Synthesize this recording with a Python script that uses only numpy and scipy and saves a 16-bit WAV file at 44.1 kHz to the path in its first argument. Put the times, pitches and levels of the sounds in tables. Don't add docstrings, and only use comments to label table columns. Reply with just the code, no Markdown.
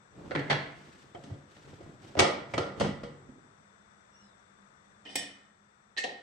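import sys
import numpy as np
from scipy import signal
from scipy.fft import rfft, irfft
from scipy.io import wavfile
from scipy.ndimage import uniform_filter1d

SR = 44100
rng = np.random.default_rng(int(sys.argv[2]) if len(sys.argv) > 2 else 0)


def waveform_to_disk(signal):
    frames = np.transpose(np.atleast_2d(signal))
    scaled = np.clip(frames, -1, 1) * 32767
    samples = np.round(scaled).astype(np.int16)
    wavfile.write(sys.argv[1], SR, samples)


N = 274468

# f/Hz, t60/s
ROOM_T60 = [(120, 0.59), (450, 0.53), (1500, 0.63), (3800, 0.46), (7500, 0.33)]
# f/Hz, correlation
LIKENESS = [(70, 0.3), (220, 1.07), (500, 0.5), (1000, 0.1), (2000, 0.15), (4300, 0.28), (8000, 0.27)]
AIR_LIKENESS = [(60, 0.65), (290, 0.85), (640, -0.3), (1410, -0.65), (3100, -0.33), (15000, 0.054)]
# f/Hz, left minus right/dB
BALANCE = [(80, 0.5), (200, -1.5), (500, -0.72), (1500, -2.5), (4000, 2.2), (8000, -1.8)]
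AIR_BALANCE = [(60, 1.5), (200, -1.5), (380, 0), (700, -2.5), (1290, 16.5), (2380, 9.5), (8120, 13.5),
               (15000, 3)]
# f/Hz, level/dB
AIR_COLOUR = [(22, -45.5), (40, -12.5), (150, -6), (175, -11.5), (202, 4), (237, -15), (325, -13),
              (700, -10), (1450, -12.5), (1900, -15.5), (2400, -22), (3100, -32), (6000, -31.5),
              (7000, -39.5), (9200, -40), (10500, -64)]
RUB_COLOUR = [(30, -10.5), (70, -4.5), (95, -1.5), (145, 3.5), (200, -3.5), (300, 0.5), (600, -7.5),
              (1000, -13.5), (2000, -30), (5000, -60)]
SWISH_COLOUR = [(400, -17.5), (1500, 8), (3000, 5.5), (6000, -1), (9000, -7.5), (10500, -29.5),
                (12000, -16.5), (14000, -31.5)]
# f/Hz, width/Hz, lift/dB
HISS_BANDS = [(3540, 140, 14.1), (5900, 59, 11), (7730, 330, 18.9)]
# t/s, rise/s, time to release/s, rub/dB, swish/dB
MOVEMENTS = [ (0.093, 0.18, 0.29, -45.5, -63), (0.323, 0.04, 0.35, -51.5, -62.5),
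             (0.706, 0.093, 0.32, -57, -63), (1.144, 0.052, 0.17, -53, -65), (1.46, 0.063, 0.25, -59, -64),
             (1.65, 0.03, 0.24, -54, -68), (1.978, 0.068, 0.11, -50.5, -59.5), (2.31, .03, 0.81, -54, -96),
             (2.476, 0.086, 0.056, -45, -54.5), (2.761, 0.025, 0.042, -41, -55.5),
             (3.144, 0.031, 0.3, -60.5, -97.5)]
# t/s, length/s, first f/Hz, last f/Hz, level/dB
SQUEAKS = [(4.112, .125, 5600, 5880, -66), (4.12, .16, 2810, 3000, -73), (4.205, .1, 5400, 5000, -68),
           (4.19, .2, 4120, 3350, -76)]
# t/s, rms waver/share of pitch
SQUEAK_WAVER = [(4.18, .007), (4.25, .021)]
# t/s, f/Hz, peak/dB
THUDS = [(.354, 155, -36), (.511, 111, -34), (1.310, 104, -33), (1.725, 98, -50.5), (1.828, 94, -45),
         (2.170, 88, -31), (2.199, 96, -31), (2.556, 108, -35), (2.592, 100, -35)]

EDGES_HZ = [35, 250, 800, 2500, 5500, 10000]
HANDLE_BANDS_DB = [-4, -4.5, 2, 2.5, -4.5]
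COOKER_BANDS_DB = [-3, -2.5, -5, -4.5, -9]
LADLE_BANDS_DB = [-8, -1, 0, 3.5, 5]
LID_BANDS_DB = [-42, -16, 1.5, 3.5, -4]
# f/Hz, level/dB
HANDLE_MODES = [(96, 8), (143, 15), (294, 6), (326, 6), (474, 4), (517, 6), (861, 4), (1055, 4), (1314, 4),
                (1486, 6), (1669, 4), (1739, 6), (1976, 7), (2118, 5), (2245, 4), (2756, 3), (3324, 8),
                (4107, 3), (4355, 5), (5760, 3)]
COOKER_MODES = [(95, 11), (144, 14), (196, 9), (238, 4), (295, 5), (351, 8), (378, 5), (474, 4), (548, 4),
                (565, 6), (685, 5), (727, 3), (834, 6), (968, 4), (1063, 3), (1217, 6), (1240, 6),
                (1362, 5), (1404, 5), (1880, 3), (1969, 7), (2030, 4), (2185, 4), (2258, 6), (2961, 1),
                (3120, 1), (3295, 6), (4362, 1), (4920, 2), (6193, 2), (8070, 2)]
LADLE_MODES = [(202, 10), (283, 9), (725, 7), (1808, 7), (1855, 11), (2092, 7), (2462, 11), (2488, 9),
               (3015, 9), (3092, 6), (3537, 9), (4457, 4), (4936, 10), (5573, 25), (5630, 18), (6406, 4),
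               (7682, 10), (7973, 17), (8349, 11), (8918, 8), (9582, 6), (11950, 0), (15100, -3)]
LID_MODES = [(150, 6), (450, 6), (506, 10), (689, 7), (718, 9), (791, 12), (1815, 11), (1850, 14),
             (2148, 8), (2579, 8), (3076, 8), (3994, 8), (4448, 4), (6412, 4), (7660, 4)]
# f/Hz, t60/s
RING_T60 = [(140, .66), (500, 0.25), (1800, .6), (5600, 0.3), (8500, 0.4), (11000, 0.23)]
# f/Hz, level/dB
HANDLE_COLOUR = [(29, -51), (50, -30), (136, -3), (193, -7.5), (282, -9), (439, -2.5), (612, -8),
                 (1190, -15.5), (1980, -8), (2590, -17.5), (3230, -12), (3800, -14.5), (4450, -13),
                 (5000, -22.5), (9150, -26), (10000, -48), (13000, -100), (22000, -120)]
COOKER_COLOUR = [(24, -46), (40, -16.5), (139, -7.5), (313, -6.5), (532, 1.5), (770, -7.5), (1370, -6),
                 (1650, -13.5), (1890, -6.5), (2440, -21), (3010, -17), (8510, -29), (10000, -38.5),
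                 (13000, -80.5), (22000, -120)]
LADLE_COLOUR = [(59, -31.5), (100, -19), (283, -16.5), (1510, -15), (1800, 5.5), (2450, -9), (2700, -12),
                (2970, 0), (5190, -10), (5610, -20), (6060, -6.5), (10000, -1.5), (13000, -67.5),
                (22000, -120)]
LID_COLOUR = [(59, -64), (100, -14), (495, -7), (589, -9), (742, -16), (849, -9.5), (1480, -12),
              (1830, 3.5), (2360, -10.5), (3150, -8), (7940, -27.5), (10000, -35), (13000, -105),
              (22000, -120)]
# t/s, strength/dB, bass heft/dB, contact/ms, chatter/s, room/dB, struck spot's f/Hz, its lift/dB
HANDLE_KNOCKS = [ (.309, -37.5, -18, 1.17, 0.0017, -15, 1370, 18),
                 (.3145, -31, -26, 2.3, 0.0075, -21, 515, 22), (.350, -31, -9, 0.96, 0.0077, -8, 610, 5.5),
                 (.360, -31, -4.5, 1.3, 0.0026, -23, 285, 10.5),
                 (.390, -44.5, -3, 0.44, 0.012, -15, 1860, 29),
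                 (.498, -29, -7, 0.47, 0.022, -11.5, 667, 16),
                 (.508, -33.5, -1, 0.42, 0.011, -10.5, 880, 5),
                 (.525, -33.5, -4.5, 0.51, 0.0099, -8.5, 1930, -11)]
TWIST_KNOCKS = [ (1.146, -46, -12, 0.93, 0.025, -27, 3200, 22), (1.147, -38.5, -17, 3, 0.01, -14, 710, 28),
                (1.237, -58, 8, 0.03, 0.0094, -7, 288, 30), (1.299, -49, 0.5, 1.5, 0.012, -4, 314, 7),
                (1.565, -60.5, -2.5, 0.27, 0.008, -12, 2520, 3),
                (1.805, -46.5, -8.5, 2.1, 0.008, 10, 570, 3),
                (2.153, -30, -22.5, 3.6, 0.0027, -11, 634, 28), (2.168, -30, -5.5, 1.06, 0.04, -32, 280, 9),
                (2.190, -23, -17, 0.16, 0.0068, -5.5, 1255, 7.5),
                (2.1955, -24.5, -16.5, 0.05, 0.0018, -22, 547, -9),
                (2.1995, -24, -11.5, 0.18, 0.0072, -13, 2300, 13.5),
                (2.2025, -24, -15, 1, 0.0051, -19, 555, 5.5),
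                (2.536, -33.5, -5, 0.45, 0.015, -9.5, 2300, 13.5),
                (2.5785, -28, -11.5, 0.46, 0.0069, -13.5, 1360, 11),
                (2.588, -34, -12, 0.45, 0.0021, -14, 473, 11),
                (2.799, -35, 0.5, 0.16, 0.0022, -4.5, 2810, 3), (2.808, -25.5, -7, 1, 0.011, -11, 530, 2),
                (2.842, -32.5, -17, 0.96, 0.025, -19, 690, 0), (2.866, -44, 12, 0.39, 0.041, -7.5, 220, 22),
                (3.034, -42, 0.5, 0.55, 0.011, -5, 480, 25.5), (3.286, -53, 4, 2, 0.021, -7.5, 261, 32.5)]
LADLE_KNOCKS = [(5.051, -53, -6, 0.25, 0.049, -17, 2830, 15), (5.09, -57, 1, 0.18, 0.092, -5, 3140, 2.8),
                (5.155, -39.5, -8, 0.052, 0.0072, -9, 2470, 4.9)]
LID_KNOCKS = [(5.965, -55.5, 11, 0.27, 0.0051, -8.5, 397, 6.2),
              (5.972, -41, -13.5, 0.18, 0.02, -7, 4400, 16),
              (5.978, -41.5, 7, 0.086, 0.029, -2.5, 1810, 22),
              (6.037, -43.5, 22.5, 0.14, 0.011, -8.5, 743, 14.6),
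              (6.044, -49, 24.5, 0.27, 0.0097, -14, 3840, 4.1)]

EVENT_SAMPLES, ATTACK_SAMPLES = 2 ** 15, 1323


def amp(db):
    return 10 ** (np.asarray(db) / 20)


def lookup(points, hz):
    f, value = np.transpose(points)
    return np.interp(np.log(hz + 1), np.log(f + 1), value)


def unit_rms(x, count=None):
    return x / np.sqrt(np.mean(x[..., :count] ** 2) + 1e-20)


def hump(hz, centre_hz, width_hz, db):
    return np.sqrt(1 + (amp(db) ** 2 - 1) / (1 + (2 * (hz - centre_hz) / width_hz) ** 2))


def add(mix, start_s, sound):
    part = mix[:, max(round(start_s * SR), 0):][:, :sound.shape[1]]
    part += sound[:, :part.shape[1]]


def sides(balance, hz):
    return amp(np.array([[.5], [-.5]]) * lookup(balance, hz))


def noise(gain, hz, likeness=LIKENESS, balance=BALANCE):
    left, other = np.exp(2j * np.pi * rng.random((2, len(hz))))
    same = np.clip(lookup(likeness, hz), -1, 1)
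    right = same * left + np.sqrt(1 - same ** 2) * other
    return unit_rms(irfft(np.array([left, right]) * gain * sides(balance, hz)))


def wander(rate_hz):
    hz = np.fft.rfftfreq(N, 1 / SR)
    return unit_rms(irfft(rfft(rng.standard_normal(N)) / (1 + (hz / rate_hz) ** 4), N))


def air(level_db=-60.5, drop_db=3, drop_at_s=5.36, drop_takes_s=0.19):
    hz = np.fft.rfftfreq(N, 1 / SR)
    colour = amp(lookup(AIR_COLOUR, hz)) * np.prod([hump(hz, *band) for band in HISS_BANDS], axis=0)
    dropped = np.clip((np.arange(N) / SR - drop_at_s) / drop_takes_s, 0, 1)
    return noise(colour, hz, AIR_LIKENESS, AIR_BALANCE) * amp(level_db - drop_db * dropped)


def movement(start_s, rise_s, length_s, release_db_per_s=77):
    t = np.arange(N) / SR - start_s
    return np.clip(t / rise_s, 0, 1) * amp(-release_db_per_s * np.maximum(t - length_s, 0))


def handling(rub_lumps_db=2, swish_lumps_db=1.5, slips_per_s=45, slip_db=-9, slip_decay_s=0.0045):
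    hz = np.fft.rfftfreq(N, 1 / SR)
    body = np.max([hump(hz, f, 35, 0.3 * db) for f, db in COOKER_MODES], axis=0)
    slips = (rng.random(N) < slips_per_s / SR) * rng.uniform(.5, 2, N)
    slips = unit_rms(signal.lfilter([1], [1, -np.exp(-1 / (slip_decay_s * SR))], slips))
    friction = noise(1, hz) * amp(rub_lumps_db * wander(rate_hz=18)) * (1 + amp(slip_db) * slips)
    rub = unit_rms(irfft(rfft(friction) * amp(lookup(RUB_COLOUR, hz)) * body, N))
    cloth = noise(amp(lookup(SWISH_COLOUR, hz)), hz)
    swish = unit_rms(cloth * amp(swish_lumps_db * wander(rate_hz=60)))
    power = sum((amp(levels_db)[:, None] * movement(start_s, rise_s, length_s)) ** 2
                for start_s, rise_s, length_s, *levels_db in MOVEMENTS)
    rub_gain, swish_gain = np.sqrt(power)
    return rub * rub_gain + swish * swish_gain


def squeaks(stutter_db=3):
    out = np.zeros((2, N))
    for start_s, length_s, first_hz, last_hz, db in SQUEAKS:
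        t = np.arange(0, length_s, 1 / SR)
        jitter = unit_rms(uniform_filter1d(rng.standard_normal((2, len(t))), size=100))
        waver = np.interp(start_s + t, *np.transpose(SQUEAK_WAVER)) * jitter
        pitch_hz = (first_hz + (last_hz - first_hz) * (t / length_s) ** 2) * (1 + waver)
        stutter = amp(stutter_db * unit_rms(uniform_filter1d(rng.standard_normal(len(t)), size=200)))
        whistle = unit_rms(stutter * np.sin(2 * np.pi * np.cumsum(pitch_hz, axis=1) / SR))
        add(out, start_s, amp(db) * np.sin(np.pi * t / length_s) * whistle)
    return out


def thuds(rise_s=0.014, boom_share=0.083, boom_t60_s=0.19):
    t, out = np.arange(EVENT_SAMPLES) / SR, np.zeros((2, N))
    push = (t / rise_s) ** 2 * np.exp(2 * (1 - t / rise_s))
    boom = boom_share * (1 - np.exp(-t / rise_s)) * np.exp(-np.log(1000) * t / boom_t60_s)
    for start_s, hz, db in THUDS:
        tone = np.sin(2 * np.pi * (hz * t + rng.random()))
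        add(out, start_s, amp(db) * np.hypot(push, boom) * tone[None])
    return out


def crack(t, spread_s=0.01, bounce_s=0.0038, bounce_gain=0.63):
    clicks = np.zeros((2, len(t)))
    clicks[:, int(.001 * SR)] = 1
    clicks[:, int(bounce_s * SR)] = bounce_gain
    for side in clicks:
        side[(rng.uniform(.002, spread_s, size=5) * SR).astype(int)] += rng.normal(0, 0.71, size=5)
    return clicks


def ringing(modes, t, spot_hz, spot_db, twin_share=.5, hand_damping_db_per_s=14, rise_s=0.0011):
    hz, db = np.transpose(modes)
    left = rng.uniform(0, 2 * np.pi, len(hz))
    right = left + rng.choice([-1, 1], len(hz)) * np.arccos(np.clip(lookup(LIKENESS, hz), -1, 1))
    phase = np.array([left, right])[..., None]
    gain = amp(db) * hump(hz, spot_hz, .16 * spot_hz, spot_db) * sides(BALANCE, hz)
    loss_per_s = np.log(1000) / lookup(RING_T60, hz) + np.log(amp(hand_damping_db_per_s))
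    fade = np.exp(-loss_per_s[:, None] * t) * (1 - np.exp(-t / rise_s))
    twin_hz = hz * (1 + rng.uniform(-.0075, .005, len(hz)))
    tone = np.sin(2 * np.pi * hz[:, None] * t + phase)
    twin = np.cos(2 * np.pi * twin_hz[:, None] * t + phase)
    return ((tone + twin_share * twin) * fade * gain[..., None]).swapaxes(0, 1)


def blows(rows, bands_db, steepness, heft_below_hz=250):
    centres_hz = np.sqrt(np.multiply(EDGES_HZ[:-1], EDGES_HZ[1:]))
    for start_s, strength_db, heft_db, contact_ms, *rest in rows:
        cycles = centres_hz * contact_ms / 1000
        dulling_db = 10 * np.log10(1 + cycles ** steepness)
        bass_db = heft_db * (centres_hz < heft_below_hz)
        yield start_s, strength_db + np.array(bands_db) + bass_db - dulling_db, *rest


def knocks(hits, modes, colour, ring_db, crack_db, min_width_hz, sparkle_db, hard_blow_db=-34):
    t, hz = np.arange(EVENT_SAMPLES) / SR, np.fft.rfftfreq(EVENT_SAMPLES, 1 / SR)
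    peaks = np.max([hump(hz, f, min_width_hz + 0.0084 * f, db) for f, db in modes], axis=0)
    body = amp(lookup(colour, hz)) * peaks
    mode_hz, out = np.array(modes)[:, 0], np.zeros((2, N))
    highpass = signal.butter(4, EDGES_HZ[-1], "high", fs=SR, output="sos")
    for start_s, levels_db, chatter_s, room_db, spot_hz, spot_db in hits:
        dense = noise(body * hump(hz, spot_hz, 0.091 * spot_hz, spot_db), hz)
        clicks, rings = crack(t), ringing(modes, t, spot_hz, spot_db)
        chatter = np.exp(-(t / chatter_s) ** 2)
        sound = np.zeros((2, len(t)))
        for low_hz, high_hz, db in zip(EDGES_HZ, EDGES_HZ[1:], levels_db):
            band = signal.butter(4, (low_hz, high_hz), "band", fs=SR, output="sos")
            centre_hz = np.sqrt(low_hz * high_hz)
            tail = amp(room_db) * np.exp(-np.log(1000) * t / lookup(ROOM_T60, centre_hz))
            swell = 1 - np.exp(-t / (.17 * chatter_s + .6 / centre_hz))
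            ring = rings[(mode_hz >= low_hz) & (mode_hz < high_hz)].sum(0)
            part = unit_rms(signal.sosfilt(band, dense) * np.hypot(chatter, tail) * swell, ATTACK_SAMPLES)
            part += amp(crack_db) * unit_rms(signal.sosfilt(band, clicks + 1e-12), ATTACK_SAMPLES)
            part += amp(ring_db + room_db) * unit_rms(ring, ATTACK_SAMPLES)
            sound += amp(db) * unit_rms(part, ATTACK_SAMPLES)
        grit = 0.2 * rng.standard_normal(clicks.shape) * np.exp(-t / chatter_s)
        sparkle = unit_rms(signal.sosfilt(highpass, clicks + grit + 1e-12), ATTACK_SAMPLES)
        treble = amp(sparkle_db) * sparkle + amp(-19) * rings[mode_hz >= EDGES_HZ[-1]].sum(0)
        softness_db = 0.9 * min(levels_db[-1] - hard_blow_db, 0)
        add(out, start_s, sound + amp(levels_db[-1] + softness_db) * treble)
    return out


def scene():
    handles = knocks(blows(HANDLE_KNOCKS, HANDLE_BANDS_DB, steepness=3.25), HANDLE_MODES, HANDLE_COLOUR,
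                     ring_db=-0.5, crack_db=-28, min_width_hz=2.8, sparkle_db=-24)
    twist = knocks(blows(TWIST_KNOCKS, COOKER_BANDS_DB, steepness=2.7), COOKER_MODES, COOKER_COLOUR,
                   ring_db=0.5, crack_db=-12, min_width_hz=9, sparkle_db=-22)
    ladle = knocks(blows(LADLE_KNOCKS, LADLE_BANDS_DB, steepness=9.3), LADLE_MODES, LADLE_COLOUR,
                   ring_db=3.5, crack_db=-15, min_width_hz=6.5, sparkle_db=-10)
    lid = knocks(blows(LID_KNOCKS, LID_BANDS_DB, steepness=5.9, heft_below_hz=800), LID_MODES, LID_COLOUR,
                 ring_db=-4, crack_db=-45, min_width_hz=5, sparkle_db=-22)
    return handles + twist + ladle + lid + thuds() + handling() + air() + squeaks()


def record(dry, low_cut_hz=15, mono_below_hz=68, cutoff_hz=16000):
    hz = np.fft.rfftfreq(N, 1 / SR)
    spectrum = rfft(dry) * (1 - 1 / (1 + (hz / low_cut_hz) ** 4))
    side_bass = (spectrum - spectrum.mean(0)) / (1 + (hz / mono_below_hz) ** 2)
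    heard = irfft(spectrum - side_bass, N)
    lowpass = signal.firwin(255, cutoff_hz, window=("kaiser", 9), fs=SR)
    return signal.oaconvolve(heard, lowpass[None], "same", axes=1)


dry = scene()
out = record(dry)
waveform_to_disk(out)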